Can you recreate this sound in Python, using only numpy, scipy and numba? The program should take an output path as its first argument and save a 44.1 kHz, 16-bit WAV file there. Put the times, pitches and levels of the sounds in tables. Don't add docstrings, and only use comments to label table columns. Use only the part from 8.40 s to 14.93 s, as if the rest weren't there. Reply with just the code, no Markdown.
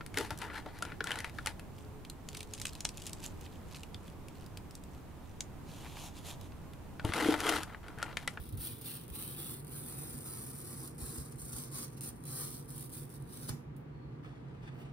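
import sys
import numpy as np
from scipy import signal
from scipy.fft import rfft, irfft, next_fast_len
from scipy.io import wavfile
from scipy.ndimage import uniform_filter1d, map_coordinates
from numba import njit

SR = 44100
rng = np.random.default_rng(int(sys.argv[2]) if len(sys.argv) > 2 else 0)


def digitize_waveform(pressure):
    field = np.atleast_2d(pressure).T
    bounded = np.clip(field, -1, 1)
    quanta = np.round(bounded * 32767).astype(np.int16)
    wavfile.write(sys.argv[1], SR, quanta)


N = 287840
TIME = np.arange(N) / SR
FILM_Q = 0.9
FILM_LAG_S = 0.000214
EDGE_LEAD_S = 0.00019

# start_s, rise_s, hold_s, fall_s, level_db, cardboard_db
TUGS = [(0.0, 0.0014, 0.013, 0.17, -57.5, -0.5), (0.167, 0.062, 0.042, 0.14, -44, -2.5),
        (0.408, 0.059, 0.072, 0.12, -47, -1), (0.706, 0.052, 0.15, 0.24, -46.5, -2),
        (0.958, 0.035, 0.14, 0.1, -47.5, -1), (1.257, 0.088, 0.047, 0.67, -50, 0),
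        (1.461, 0.031, 0.26, 0.38, -51, 1), (1.784, 0.097, 0.14, 0.14, -48, 0.5),
        (2.047, 0.021, 0.14, 0.14, -51.5, -1), (2.237, 0.024, 0.2, 0.084, -51.5, 1.5),
        (2.552, 0.083, 0.13, 0.17, -47, 1.5), (2.961, 0.046, 0.18, 0.076, -51.5, -1.5),
        (3.107, 0.017, 0.088, 0.13, -48.5, 1.5), (3.301, 0.043, 0.099, 0.046, -46, 2),
        (3.603, 0.035, 0.054, 0.03, -46, -1.5), (3.826, 0.1, 0.12, 0.17, -45.5, 0.5),
        (4.114, 0.012, 0.036, 0.069, -50, 0), (4.261, 0.048, 0.15, 0.03, -53.5, -1.5),
        (4.501, 0.038, 0.032, 0.13, -49, -1), (4.687, 0.023, 0.055, 0.044, -63, 0.5),
        (4.85, 0.12, 0.11, 0.044, -53.5, 3), (5.077, 0.012, 0.0048, 0.018, -45, 3)]
# start_s, level_db, pitch_hz, decay_s
BUMPS = [(-0.015, -32.5, 65.3, 0.01), (0.065, -45.5, 59, 0.025), (0.12, -34.5, 99, .021),
         (0.167, -39, 58.7, .021), (0.304, -44.5, 109.6, 0.019), (0.684, -44, 166, 0.012),
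         (0.701, -41, 64.7, .016), (1.727, -42, 63, 0.009), (2.612, -38.5, 64.7, 0.018),
         (2.77, -39, 70.8, 0.018), (3.018, -42, 60.8, 0.012), (3.134, -44.5, 62, 0.012),
         (5.087, -38.5, 112, 0.0174), (5.251, -55, 60, .06), (5.5, -53, 58, .05), (5.648, -46, 64.5, 0.014),
         (6.437, -49, 70, 0.011)]


def from_db(db):
    return 10 ** (np.asarray(db) / 20)


def rms_one(x):
    return x / np.sqrt(np.mean(x ** 2) + 1e-20)


def in_time(rows):
    s, *columns = np.transpose(rows)
    return [np.interp(TIME, s, column) for column in columns]


def at_hz(points, size):
    hz, value = np.transpose(points)
    return np.interp(np.log(np.fft.rfftfreq(size, 1 / SR) + 1), np.log(hz), value)


def drift(rate_hz):
    step = 40
    r = np.exp(-2 * np.pi * rate_hz * step / SR)
    noise = rng.standard_normal(N // step + 2002)
    slow = signal.lfilter([1], [1, -2 * r, r * r], noise)[2000:]
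    return np.interp(np.arange(N) / step, np.arange(len(slow)), rms_one(slow))


def colour(x, spectrum):
    size = 2 * next_fast_len(N // 2 + SR // 10)
    cepstrum = irfft(np.log(from_db(at_hz(spectrum, size))))
    cepstrum[1:size // 2] *= 2
    cepstrum[size // 2 + 1:] = 0
    return irfft(rfft(x, size) * np.exp(rfft(cepstrum)))[..., :N]


@njit
def sweep(x, hz, q):
    out, band, low = np.zeros(len(x)), 0., 0.
    for i in range(len(x)):
        g = np.tan(np.pi * min(hz[i] / SR, .45))
        v = (band + g * (x[i] + 1e-18 - low)) / (1 + g * (g + 1 / q))
        band, low = 2 * v - band, low + 2 * g * v
        out[i] = v / q
    return out


def ring(clicks, hz, t60_s):
    r = from_db(-60 / (t60_s * SR))
    w = 2 * np.pi * hz / SR
    return signal.lfilter([0, np.sin(w)], [1, -2 * r * np.cos(w), r * r], clicks + 1e-18)


def afterglow(clicks, decay_s):
    return signal.lfilter([1], [1, -np.exp(-1 / (decay_s * SR))], clicks + 1e-18)


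def clicks_at(rows):
    s, db = np.transpose(rows)
    return np.bincount((s * SR).astype(int), from_db(db), N)


def snaps(per_s, spread_db):
    sizes = from_db(spread_db * np.minimum(rng.exponential(1, N), 4)) * rng.choice([-1, 1], N)
    happens = rng.random(N) < per_s / SR
    return rms_one(sizes * happens / np.sqrt(per_s))


def strokes(rows):
    power = 0
    for start, rise, hold, fall, db, *_ in rows:
        build = np.sin(np.pi / 2 * np.clip((TIME - start) / rise, 0, 1)) ** 2
        let_go = np.maximum(TIME - start - rise - hold, 0) / fall
        power = power + (build * from_db(db - 20 * np.minimum(let_go, 10))) ** 2
    return np.sqrt(power)


def ports(x, lead_s):
    left = map_coordinates(x, [(TIME + lead_s) * SR], order=5)
    return np.array([left, x])


def diffuse(size):
    # pitch_hz, likeness
    likeness = [(60, 0.92), (140, 0.7), (300, 0.81), (420, 0.86), (520, -0.42), (680, -0.75), (950, -0.07),
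                (1300, 0.097), (2200, -0.21)]
    alike = np.clip(at_hz(likeness, size), -.98, .98)
    mid, side = rfft(rng.standard_normal((2, size)))
    return irfft(np.sqrt(1 + alike) * mid + np.sqrt(1 - alike) * side * [[1], [-1]], size)


def room(x, early_db, early_t60_s, late_db, count=1):
    room_t60_s = 0.29
    t = np.arange(SR // 3) / SR

    def fade(t60_s):
        after_direct = t > .0005
        return rms_one(from_db(-60 * t / t60_s) * after_direct) / np.sqrt(len(t))

    shape = np.hypot(from_db(early_db) * fade(early_t60_s), from_db(late_db) * fade(room_t60_s))
    out = np.zeros((2, N + len(t)))
    place = np.linspace(0, count - 1, N)
    for k in range(count):
        here = np.flatnonzero(np.abs(place - k) < 1)
        share = x[here] * np.cos(np.pi / 2 * (place[here] - k))
        heard = signal.fftconvolve(share[None], diffuse(len(t)) * shape, axes=1)
        out[:, here[0]:here[0] + heard.shape[1]] += heard
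    return out[:, :N]


def fan():
    # pitch_hz, relative level_db per Hz
    air_colour = [(25, -95), (45, -78), (100, -76), (135, -71), (180, -78), (310, -78), (400, -84),
                  (480, -82), (580, -89), (700, -87.5), (1150, -94.5), (2000, -100), (3500, -110),
                  (6000, -121), (15000, -129)]
    # time_s, level_db
    air_level = [(0, -58), (1.5, -55.5), (4.5, -57), (6.53, -56)]
    # pitch_hz, level_db (rms)
    motor = [(120, -61), (147, -64), (240, -66), (361, -72), (480, -83.5), (960, -78.5), (1173, -77.5)]
    level_db, = in_time(air_level)
    noise = rms_one(irfft(rfft(diffuse(N)) * from_db(at_hz(air_colour, N)), N))
    air = from_db(level_db + 6.0) * noise

    hum_hz, hum_width_hz, hum_db = 138.5, 26.3, -49
    start_db, swell_s = -13.5, 1.76
    centre, q = np.full(N, hum_hz), hum_hz / hum_width_hz
    drone = rms_one(sweep(sweep(rng.standard_normal(N), centre, q), centre, q))
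    drone /= np.sqrt(uniform_filter1d(drone ** 2, size=SR // 4))
    hum = from_db(hum_db + start_db * np.exp(-TIME / swell_s)) * drone

    lines = 0
    for hz, db in motor:
        wobbling_hz = hz + .5 * drift(rate_hz=2.16)
        lines = lines + from_db(db) * np.sqrt(2) * np.sin(2 * np.pi * np.cumsum(wobbling_hz) / SR)
    return air + hum + lines


def film(x, hz, q):
    # pitch_hz, level_db
    film_colour = [(3000, -10.5), (6500, -7), (8500, 1.5), (10000, 1.5), (12500, -2.5), (15600, 5)]
    return colour(sweep(sweep(x, hz, q), hz, q), film_colour)


def box_modes(push):
    # pitch_hz, relative level_db, t60_s
    modes = [(146.5, -7, 0.61), (240.7, -8, 0.31), (329.2, -5, 0.062), (514, -4.5, 0.02),
             (797, -5.5, 0.022), (1123, -4, 0.0082), (1350, -4.5, 0.0069), (1790, -1, 0.0049),
             (2263, -6.5, 0.0078), (3700, -17, 0.0031)]
    return sum(from_db(db) * ring(push, hz, t60_s) for hz, db, t60_s in modes)


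def sliding():
    # start_s, rise_s, hold_s, fall_s, relative level_db
    rubs = [(5.71, .015, 0.018, 0.19, -72), (5.825, 0.0077, 0.053, 0.29, -62.5),
            (6.07, 0.015, 0.18, 0.22, -66.5), (6.22, 0.02, 0.22, 0.19, -62)]
    # pitch_hz, level_db
    rub_colour = [(120, 0), (230, 19), (380, 2), (700, 18), (1400, 10.5), (2500, 9.5), (4400, 0.5),
                  (6000, -5), (10000, -10), (15500, -39)]
    # time_s, relative level_db
    catches = [(5.846, -57), (6.147, -67), (6.275, -56), (6.355, -65), (6.451, -63)]
    # pitch_hz, level_db
    catch_colour = [(500, -13), (900, 3), (1350, 11), (1900, 4), (2600, 4), (4400, -18), (10000, -14),
                    (15500, -30)]
    # start_s, rise_s, hold_s, fall_s, relative level_db
    squeak = [(5.5, 0.029, 0.22, .08, -83)]
    # start_s, rise_s, hold_s, fall_s, relative level_db
    rustle = [(5.362, .004, .005, 0.065, -70), (5.82, 0.014, 0.043, 0.11, -83), (6.18, .03, .03, .1, -86),
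              (6.33, 0.015, 0.075, .06, -74.5)]
    grains = snaps(np.full(N, 2000.), spread_db=-1.0)
    grains = grains * from_db(2.2 * drift(rate_hz=25))
    rub = strokes(rubs) * rms_one(colour(grains, rub_colour))
    rub += afterglow(clicks_at(catches), decay_s=0.011) * rms_one(colour(grains, catch_colour))
    rub += strokes(squeak) * rms_one(ring(grains, hz=4320, t60_s=0.044))
    rub += strokes(rustle) * rms_one(film(grains, np.full(N, 12900.), FILM_Q))
    direct = from_db(-3.0) * ports(rub, -FILM_LAG_S)
    return direct + room(rub, early_db=-5.5, early_t60_s=0.027, late_db=-11.5, count=48)


def knocks():
    delay_s, gain_db = 0.0079, -10.5
    push = clicks_at([(s + delay_s, db + gain_db) for s, db, *_ in BUMPS if s > 0])
    push = signal.sosfilt(signal.butter(2, 300, fs=SR, output="sos"), push + 1e-18)
    return ports(box_modes(push), EDGE_LEAD_S)


def bumps(rise_s):
    out = np.zeros((2, N))
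    for s, db, hz, decay_s in BUMPS:
        t = np.maximum(TIME[:round((s + .5) * SR)] - s, 0)
        swell = (1 - np.exp(-t / rise_s)) ** 2 * np.exp(-t / decay_s)
        rock = np.sin(2 * np.pi * hz * t)
        twist = 0.5 * np.sin(2 * np.pi * 0.73 * hz * t) * [[1], [-1]]
        out[:, :len(t)] += from_db(db) * swell / swell.max() * (rock + twist)
    return out


def last_snap():
    # time_s, relative crack_db, relative jolt_db (push on the box)
    breaks = [(5.083, -42, -52), (5.0882, -38, -58), (5.093, -28.5, -39), (5.093, -45, -46),
              (5.0978, -54, -35)]
    bond = clicks_at([(s, crack_db) for s, crack_db, _ in breaks])
    recoil = clicks_at([(s, jolt_db) for s, _, jolt_db in breaks])
    body = from_db(-5.5) * box_modes(recoil)
    twang = from_db(-7) * ring(bond, hz=4840, t60_s=0.011)
    rip_noise = snaps(np.full(N, 8000.), spread_db=3.5)
    rip = bond + from_db(-20) * afterglow(bond, decay_s=.003) * rip_noise
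    crack = colour(rip, [(300, 13), (1500, 4.7), (4700, 10.5), (7000, 10.3), (10000, 11), (15000, 2.0)])
    direct = ports(body, EDGE_LEAD_S) + ports(crack + twang, -FILM_LAG_S)
    return direct + room(body + crack, early_db=-12.0, early_t60_s=0.0057, late_db=-4.0)


def small_ticks(effort):
    per_s, level_db, spread_db = 90, -46, 4
    sizes = from_db(level_db + spread_db * np.clip(rng.standard_normal(N), -2, 2))
    happens = rng.random(N) < per_s * np.sqrt(effort) / SR
    return sizes * np.sqrt(effort) * happens


def stick_slip(effort):
    slips_per_s, slip_decay_s = 480, .0011
    steady_share = 1.6
    gaps_s = rng.gamma(2, .5 / slips_per_s, round(2 * slips_per_s * N / SR))
    sizes_db = 2.5 * np.clip(rng.standard_normal(len(gaps_s)), -2, 2)
    jerks = np.column_stack([np.cumsum(gaps_s), sizes_db])
    jerks = jerks[jerks[:, 0] < TIME[-1]]
    flow = steady_share * effort ** .4 + afterglow(clicks_at(jerks), slip_decay_s)
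    return flow / np.sqrt(uniform_filter1d(flow ** 2, size=SR // 20))


def cardboard_grip():
    start, *_, db = np.transpose(TUGS)
    current = np.maximum(np.searchsorted(start, TIME) - 1, 0)
    return from_db(uniform_filter1d(db[current], size=SR // 25))


def paper_liner(fibres, hz):
    # multiple of the moving pitch, q, level_db
    resonances = [(.74, 1.4, -1), (1.15, 1.4, 1)]
    drive = sweep(fibres, hz, 1.0)
    paper = 0
    for k, (ratio, q, db) in enumerate(resonances):
        paper = paper + (-1) ** k * from_db(db) * sweep(drive, ratio * hz, q)
    return rms_one(paper)


def box_panel(fibres):
    # pitch_hz, level_db
    panel_colour = [(150, -10.0), (330, 4), (750, -0.5), (1250, 6), (2400, 0.5), (4500, -25.0)]
    return rms_one(colour(box_modes(fibres), panel_colour))


def tearing():
    # time_s, film_hz, liner_hz, liner_db (relative)
    travel = [(0.2, 11800, 3570, -2.5), (0.85, 11730, 3400, -2.5), (1.5, 10640, 4000, -10),
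              (2.5, 9900, 4800, -10), (3.4, 10000, 5060, -6.5), (4.4, 10830, 4480, -7),
              (5.05, 10600, 4420, -8.5)]
    # time_s, lead_s
    lead = [(0, 0), (1.5, .00011), (3, .00022), (5.1, .00029)]
    # time_s, relative level_db
    strong_fibres = [(0.0278, -33.5), (0.0556, -34.5), (0.0904, -28.5), (0.0956, -44), (0.1253, -30),
                     (0.1524, -35.5), (0.1715, -32), (0.1747, -25), (0.3226, -26.5), (0.3498, -38),
                     (0.3686, -39.5), (0.3888, -30), (0.4127, -25.5), (0.4184, -24.5), (0.4466, -27.5),
                     (0.4728, -28), (0.5527, -23), (0.6122, -30), (0.6333, -36.0), (0.6371, -34),
                     (0.6433, -36), (0.6805, -29), (0.7009, -26), (0.7451, -27), (0.7979, -22.5),
                     (0.8243, -17), (0.9316, -30), (1.0273, -30), (1.1944, -32.5), (1.2472, -29.5),
                     (1.2691, -29), (1.2795, -31), (1.3131, -30), (1.3796, -22.5), (1.5251, -26),
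                     (1.6125, -24), (1.7862, -39), (1.9728, -24.9), (2.0881, -29), (2.2035, -25.5),
                     (2.248, -26), (2.4571, -26), (2.464, -32.5), (2.4747, -27), (2.4958, -34.6),
                     (2.5821, -30), (2.5912, -33), (2.9118, -35), (2.9204, -33.5), (2.9239, -33),
                     (2.9582, -35.5), (2.9853, -32), (3.0022, -33), (3.0523, -29.6), (3.131, -22.5),
                     (3.1843, -19.5), (3.2366, -24), (3.2554, -33), (3.321, -30), (3.4811, -33.5),
                     (3.529, -37.5), (3.572, -34.5), (3.5771, -33), (3.6089, -19), (3.7922, -43),
                     (3.8385, -29.5), (3.8541, -24.5), (3.8984, -27), (4.0796, -24.5), (4.1106, -35),
                     (4.1957, -34), (4.2071, -33), (4.2587, -36), (4.2879, -34.1), (4.3046, -25.6),
                     (4.3476, -34), (4.3529, -36.5), (4.3702, -29), (4.3797, -22.5), (4.4078, -25),
                     (4.4264, -23), (4.4786, -37.5), (4.495, -31), (4.5018, -31), (4.5275, -29.5),
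                     (4.575, -34), (4.6188, -29.5), (4.6314, -34.8), (4.6435, -34.5), (4.6511, -40),
                     (4.6933, -37), (4.7016, -32), (4.7393, -33), (4.7552, -34), (4.8229, -36),
                     (5.0388, -31.9), (5.3652, -39.5)]
    film_hz, liner_hz, liner_db = in_time(travel)
    lead_s, = in_time(lead)

    creep_db, creep_until_s = -68, 5.1
    taut = TIME < creep_until_s
    pull = np.hypot(strokes(TUGS), from_db(creep_db) * taut)
    pull = pull * from_db(0.95 * drift(rate_hz=16))
    effort = pull / pull.max()
    per_s = 7000 * effort ** .8 + 1100
    fibres = snaps(per_s, spread_db=1.4) * stick_slip(effort)
    strong = clicks_at(strong_fibres)
    ticks = strong + taut * small_ticks(effort)

    stall = np.minimum(afterglow(np.sign(strong)[::-1], decay_s=0.00098)[::-1], 1)
    crumble = from_db(-27.5) * afterglow(ticks, decay_s=.01)
    force = np.hypot(pull * from_db(1.02 - 11.0 * stall), crumble)

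    hiss = rms_one(film(fibres, film_hz, FILM_Q))
    bright = force * hiss + from_db(6) * film(ticks, film_hz, 1.2)

    creak = force * (force / force.max()) ** -.12
    liner = creak * from_db(liner_db - 8.0) * paper_liner(fibres, liner_hz)
    liner += from_db(-8.0) * sweep(ticks, liner_hz, 0.38)
    panel = force * from_db(-12) * box_panel(fibres)
    body = cardboard_grip() * (liner + panel)

    film_sound = ports(bright, -FILM_LAG_S)
    film_sound += room(bright, early_db=-12, early_t60_s=.012, late_db=-17, count=14)
    body_sound = from_db(-1.5) * ports(body, lead_s)
    body_sound += room(body, early_db=-1.0, early_t60_s=0.051, late_db=-11.0, count=60)
    return film_sound + body_sound


def scene():
    return fan() + sliding() + knocks() + bumps(rise_s=0.0088) + last_snap() + tearing()


def record(dry):
    # pitch_hz, left minus right in dB
    balance = [(60, 2.5), (130, -1.5), (380, -4), (700, 1.5), (1100, 1), (2400, 0.5), (5200, -1.5),
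               (8000, 0)]
    size = 2 * next_fast_len(N // 2 + SR // 10)
    half_each = at_hz(balance, size) * [[.5], [-.5]]
    dry = irfft(rfft(dry, size) * from_db(half_each))[:, :N]
    dry = signal.sosfilt(signal.butter(4, 36, "high", fs=SR, output="sos"), dry)
    return signal.sosfilt(signal.ellip(10, .2, 80, 15750, fs=SR, output="sos"), dry)


dry = scene()
out = record(dry)
digitize_waveform(out)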